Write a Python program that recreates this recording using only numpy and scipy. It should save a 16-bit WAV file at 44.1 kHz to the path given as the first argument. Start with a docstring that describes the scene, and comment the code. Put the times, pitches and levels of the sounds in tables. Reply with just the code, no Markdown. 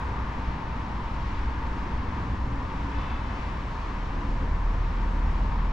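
"""Busy city roads beyond the water, somewhat to the left, heard from a riverside path by two microphones.
Exhausts rumble, tyres roar near 1 kHz and hiss above: coloured noise in nine flickering layers.
A far idling engine and another hum sound as wavering lines; a heavy diesel nears with a deep drone.
One car horn toots its upper harmonics and echoes off the tower blocks; faint thin whistles come and go."""
import sys
import numpy as np
from scipy import signal
from scipy.fft import rfft, irfft
from scipy.io import wavfile
from scipy.ndimage import uniform_filter1d

SR = 44100
rng = np.random.default_rng(int(sys.argv[2]) if len(sys.argv) > 2 else 0)


def wav_out(sig):
    """Save sig, one row per channel (or a flat mono array), as 16-bit PCM at SR to the path in sys.argv[1]."""
    wavfile.write(sys.argv[1], SR, np.round(np.clip(np.atleast_2d(sig).T, -1, 1) * 32767).astype(np.int16))


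N = 252252


def undb(db):
    """Decibels to amplitude gain."""
    return 10 ** (np.asarray(db) / 20)


def clock():
    """Time of every sample in seconds."""
    return np.arange(N) / SR


def curves(table):
    """Columns of a table joined by straight lines in time."""
    seconds, *columns = np.transpose(table)
    return [np.interp(clock(), seconds, column) for column in columns]


def on_log(hz, table):
    """Columns of a table joined by straight lines over log frequency."""
    table_hz, *columns = np.transpose(table)
    return [np.interp(np.log(hz + 1), np.log(table_hz), column) for column in columns]


def unit(x):
    """Scale to rms 1."""
    return x / np.sqrt(np.mean(x ** 2))


def walk(rate):
    """Random levels held 1 / rate s and slewed twice; spread near 1."""
    hold = int(SR / rate)
    held = np.repeat(rng.standard_normal(N // hold + 1), hold)
    slewed = uniform_filter1d(uniform_filter1d(held, hold), hold)
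    return 1.08 * slewed[:N]


def gate(start, end, fade):
    """A smooth window that opens from start and is shut by end, with fades in seconds."""
    t = clock()
    opening = np.clip(np.minimum(t - start, end - t) / fade, 0, 1)
    return np.sin(np.pi / 2 * opening) ** 2


def waver(hz, rate, swing, wander_db):
    """A sine whose phase wanders by swing rad at rate per s, its level twice as fast about rms 1."""
    steady_phase = 2 * np.pi * np.cumsum(hz + 0 * clock()) / SR
    phase = steady_phase + swing * walk(rate) + rng.uniform(0, 2 * np.pi)
    return np.sqrt(2) * np.sin(phase) * undb(wander_db * walk(2 * rate))


def blur(hz, width):
    """A line smeared by many paths through moving air: a narrow band of noise, rms 1."""
    bin_hz = np.arange(N // 2 + 1) * SR / N
    band = np.exp(-((bin_hz - hz) / width) ** 2)
    return unit(irfft(rfft(rng.standard_normal(N)) * band, N))


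def whistles():
    """Faint, brief high tones, each blurred into a narrow band of noise."""
    # Each row: start in seconds, length in seconds, pitch in Hz, level in dB.
    whistle_rows = [(.56, .1, 5500, -78), (1.48, .1, 3520, -69), (1.55, .08, 3230, -67),
                    (1.7, .08, 3150, -65), (3.57, .25, 4270, -72)]
    return sum(undb(db) * blur(hz, 20.) * gate(start, start + length, .04)
               for start, length, hz, db in whistle_rows)


def hums():
    """Narrow wavering lines: overtones of a far idling engine near 19 Hz, and another hum at 281 Hz."""
    # Other hum lines: 76 and 114 Hz are overtones of the idling engine, 281 Hz another hum.
    # Each row: pitch in Hz, wander rate per second, level in dB, start and end in seconds.
    other_lines = [(114, 2., -44, 0., .9), (114, 1.5, -40, 2.05, 2.8), (114, 1.5, -46, 4.4, 5.2),
                   (76, 2.5, -42, 4.2, 5.1), (76, 2.5, -35, 5.05, 5.65), (281, 2., -47.5, 2.1, 3.3),
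                   (281, 2., -49, 3.7, 4.6), (281, 3., -52, 4.9, 5.5)]
    # The idling engine's 57 Hz line, swelling and sinking. Each row: time in seconds, level in dB.
    idler_level = [(0, -34), (.4, -35), (.5, -30), (.6, -42), (1.0, -40), (1.23, -33), (1.38, -44),
                   (1.47, -31), (1.8, -34), (2.15, -41), (2.45, -35), (2.75, -46), (2.84, -30), (3.05, -42),
                   (3.4, -36), (3.65, -36), (4.0, -44), (4.95, -42), (5.2, -33), (5.4, -32), (5.72, -44)]
    idler_line_hz, wander_db = 57., 2
    pan_db = 0.6  # left minus right
    out = waver(idler_line_hz, 3., .6, .8) * undb(curves(idler_level)[0])
    for hz, rate, db, start, end in other_lines:
        out = out + waver(hz, rate, 1., wander_db) * undb(db) * gate(start, end, .3)
    return out * undb(np.array([[pan_db], [-pan_db]]) / 2)


def horn():
    """Two buzzing diaphragms; their flares pass the upper harmonics, which waver in the air, then echo."""
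    # Each row: pitch in Hz, start and stop in seconds, then harmonics as multiple and relative level in dB.
    pipes = [(433., 2.93, 3.23, [(4, -6), (5, -4), (6, 0), (7, -3), (8, -3), (9, -7), (10, -14),
             (11, -18)]), (533., 3.03, 3.19, [(4, -5), (5, 2), (6, -10), (7, -12)])]
    # Echoes off the tower blocks. Each row: delay in seconds, level in dB against the dulled toot.
    echoes = [(.17, -12), (.27, -1), (.38, -9), (.48, -11)]
    level_db, fade_s = -58.3, .05
    echo_top_hz, echo_pan_db, right_delay_s = 3300, 2, .004
    toot = 0
    for hz, start, end, harmonics in pipes:
        for multiple, db in harmonics:
            line = waver(multiple * hz, 20., .7, 1.5)
            toot = toot + undb(level_db + db) * line * gate(start, end, fade_s)
    # walls and air dull the echoes
    dull = signal.sosfilt(signal.butter(2, echo_top_hz, fs=SR, output="sos"), toot)
    left = sum(undb(db) * np.roll(dull, int(delay * SR)) for delay, db in echoes)
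    # the echoes reach the right side weaker, by slightly longer paths
    right = np.roll(left, int(right_delay_s * SR)) * undb(-echo_pan_db)
    return toot + np.array([left, right])


def diesel():
    """A heavy diesel nearing and gathering speed: low firing orders, the higher ones wavering more."""
    # Each row: time in seconds, firing rate in Hz, overall level in dB.
    approach = [(0, 37.5, -44), (2.2, 37.5, -46), (3.4, 37.0, -43), (3.75, 37.0, -35), (3.95, 37.1, -32),
                (4.1, 37, -33), (4.22, 37.1, -28.5), (4.5, 37.5, -28.5), (4.72, 37.9, -26),
                (4.95, 38.5, -28.5), (5.2, 38.9, -24), (5.4, 39.4, -27), (5.6, 39.5, -25),
                (5.72, 39.5, -26)]
    # Each row: multiple of the firing rate, level in dB added to the overall one.
    firing_orders = [(1, 0.5), (2, -16), (4, -26), (5, -30.5)]
    firing_hz, level_db = curves(approach)
    drone = sum(undb(db) * waver(k * firing_hz, 3., .2 * k, .4 * k) for k, db in firing_orders)
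    return undb(level_db) * drone


def swells():
    """Level of each layer in dB: steady, drifting slowly; the four highest layers follow the treble."""
    # Level of each layer in dB, lowest first, about which it drifts.
    layer_db = [-33, -37, -48, -49.5, -48.5, -49, -52.5, -73, -86]
    # Slow drift of each layer in dB per second, lowest first.
    drift_rates = [0.11, -0.052, -0.16, -.11, -.11, -.12, -.2, .1, -.4]
    # Swell of the treble. Each row: time in seconds, level about its mean in dB.
    treble_level = [(0, 0.2), (.7, -0.5), (1.7, 0.3), (2.7, -0.1), (3.1, 2.2), (3.6, 1.3), (4.1, -0.6),
                    (4.65, -1), (5.25, 1.5), (5.72, -.2)]
    # How far each of the four highest layers follows the treble, as a factor on its dB.
    treble_share = [.3, 0.45, .9, 1.2]
    drift = np.outer(drift_rates, clock() - N / SR / 2)
    treble = np.outer([0, 0, 0, 0, 0] + treble_share, curves(treble_level)[0])
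    return np.array(layer_db)[:, None] + drift + treble


def traffic():
    """Two partly alike noises, coloured by exhausts and tyres; nine layers flicker on their own."""
    # Exhaust rumble of many vehicles, above a faint infrasonic rumble below 10 Hz. Each row: frequency in Hz,
    # relative level in dB per Hz.
    rumble = [(4, -13.5), (7, 0.5), (11, -6), (18, -9), (27, -8.5), (33, -0.5), (39, -8), (47, -3),
              (57, -7), (68, -4), (86, -11.5), (114, -10), (130, -11.5), (150, -13), (201, -12.5),
              (273, -15), (339, -21.5), (450, -31.5), (580, -46.5), (990, -120)]
    # Tyres on asphalt, dulled by distance. Each row: frequency in Hz, relative level in dB per Hz.
    tyres = [(330, -3), (400, -6.5), (520, -5), (640, -9), (810, -6), (872, -3.5), (895, 2), (950, 1),
             (1030, 0), (1100, -2), (1200, -4.5), (1350, -10.5), (1750, -11.5), (2200, -23)]
    # Thin upper hiss of the roads. 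Each row: frequency in Hz, relative level in dB per Hz.
    hiss = [(1900, 7), (2400, -1.5), (3100, -6), (4200, -11), (5600, -18.5), (6600, -27.5), (7600, -31.5),
            (8300, -39), (9500, -41.5), (10900, -46), (11700, -44), (12500, -47), (13500, -56.5)]
    # The two microphones. Each row: frequency in Hz, likeness 0-1, lead of the right in rad,
    # left minus right in dB.
    microphones = [(30, .995, 0, .1), (60, .998, 0, .1), (150, .992, 0, .2), (340, .96, .03, 1.1),
                   (520, .85, .21, 2.6), (720, .68, .54, .8), (1030, .66, .44, 1.7), (1400, .33, .65, 2.5),
                   (1720, .49, .54, 4.3), (2100, .71, .62, 4.0), (2900, .63, 1.05, 3.8),
                   (4100, .52, 0, 3.4), (4900, .62, -.27, 2.4), (5700, .64, -.25, 2.4),
                   (7800, .31, -.3, 3.2), (9900, .35, .3, 3.1), (10700, .13, .3, 13), (11700, .02, .3, 28),
                   (13800, .02, .3, 12)]
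    # Edges between neighbouring layers in Hz, lowest first.
    layer_edges = [85, 400, 760, 970, 1300, 2200, 6500, 9300]
    # Quick wandering of each layer in dB, lowest first.
    flicker_db = [1.7, 0.29, 0.3, .6, 1.2, 0.41, 0.85, 1.1, 1.4]
    # Slower surges of each layer in dB as vehicles come and go, lowest first.
    surge_db = [.5, 1.07, .6, 1.3, 1.3, .5, .4, .3, .3]

    hz = np.arange(N // 2 + 1) * SR / N
    like, lead, pan_db = on_log(hz, microphones)
    like = np.clip(like, 0, 1)
    right_gain = undb(-pan_db)
    a, b = rfft(rng.standard_normal((2, N)))
    mid, side = a * np.sqrt(1 + like), b * np.sqrt(1 - like)
    pair = np.array([mid + side, (mid - side) * right_gain * np.exp(1j * lead)])
    # the colours describe the average of both sides
    pair = pair / np.sqrt(1 + right_gain ** 2 + 2 * right_gain * like * np.cos(lead))

    # power share above each edge; neighbouring layers cross-fade
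    above = [1 / (1 + (edge / (hz + 1)) ** 16) for edge in layer_edges]
    above = [np.ones_like(hz)] + above + [0 * hz]
    colours = [rumble, rumble, tyres, tyres, tyres, tyres, hiss, hiss, hiss]
    out = 0
    for k, db in enumerate(swells()):
        share = np.sqrt(np.clip(above[k] - above[k + 1], 0, 1))
        layer = irfft(pair * share * undb(on_log(hz, colours[k])[0]), N)
        layer = layer / np.std(layer.mean(axis=0))
        moving_db = db + flicker_db[k] * walk(7.08) + surge_db[k] * walk(2.48)
        out = out + layer * undb(moving_db)
    return out


def scene():
    """Everything as it arrives at the two microphones, left and right."""
    return whistles() + hums() + horn() + diesel() + traffic()


def record(dry):
    """The recorder cuts the top with a steep low-pass."""
    top_hz = 13900
    return signal.sosfilt(signal.ellip(8, .2, 70, top_hz, fs=SR, output="sos"), dry)


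dry = scene()
out = record(dry)
wav_out(out)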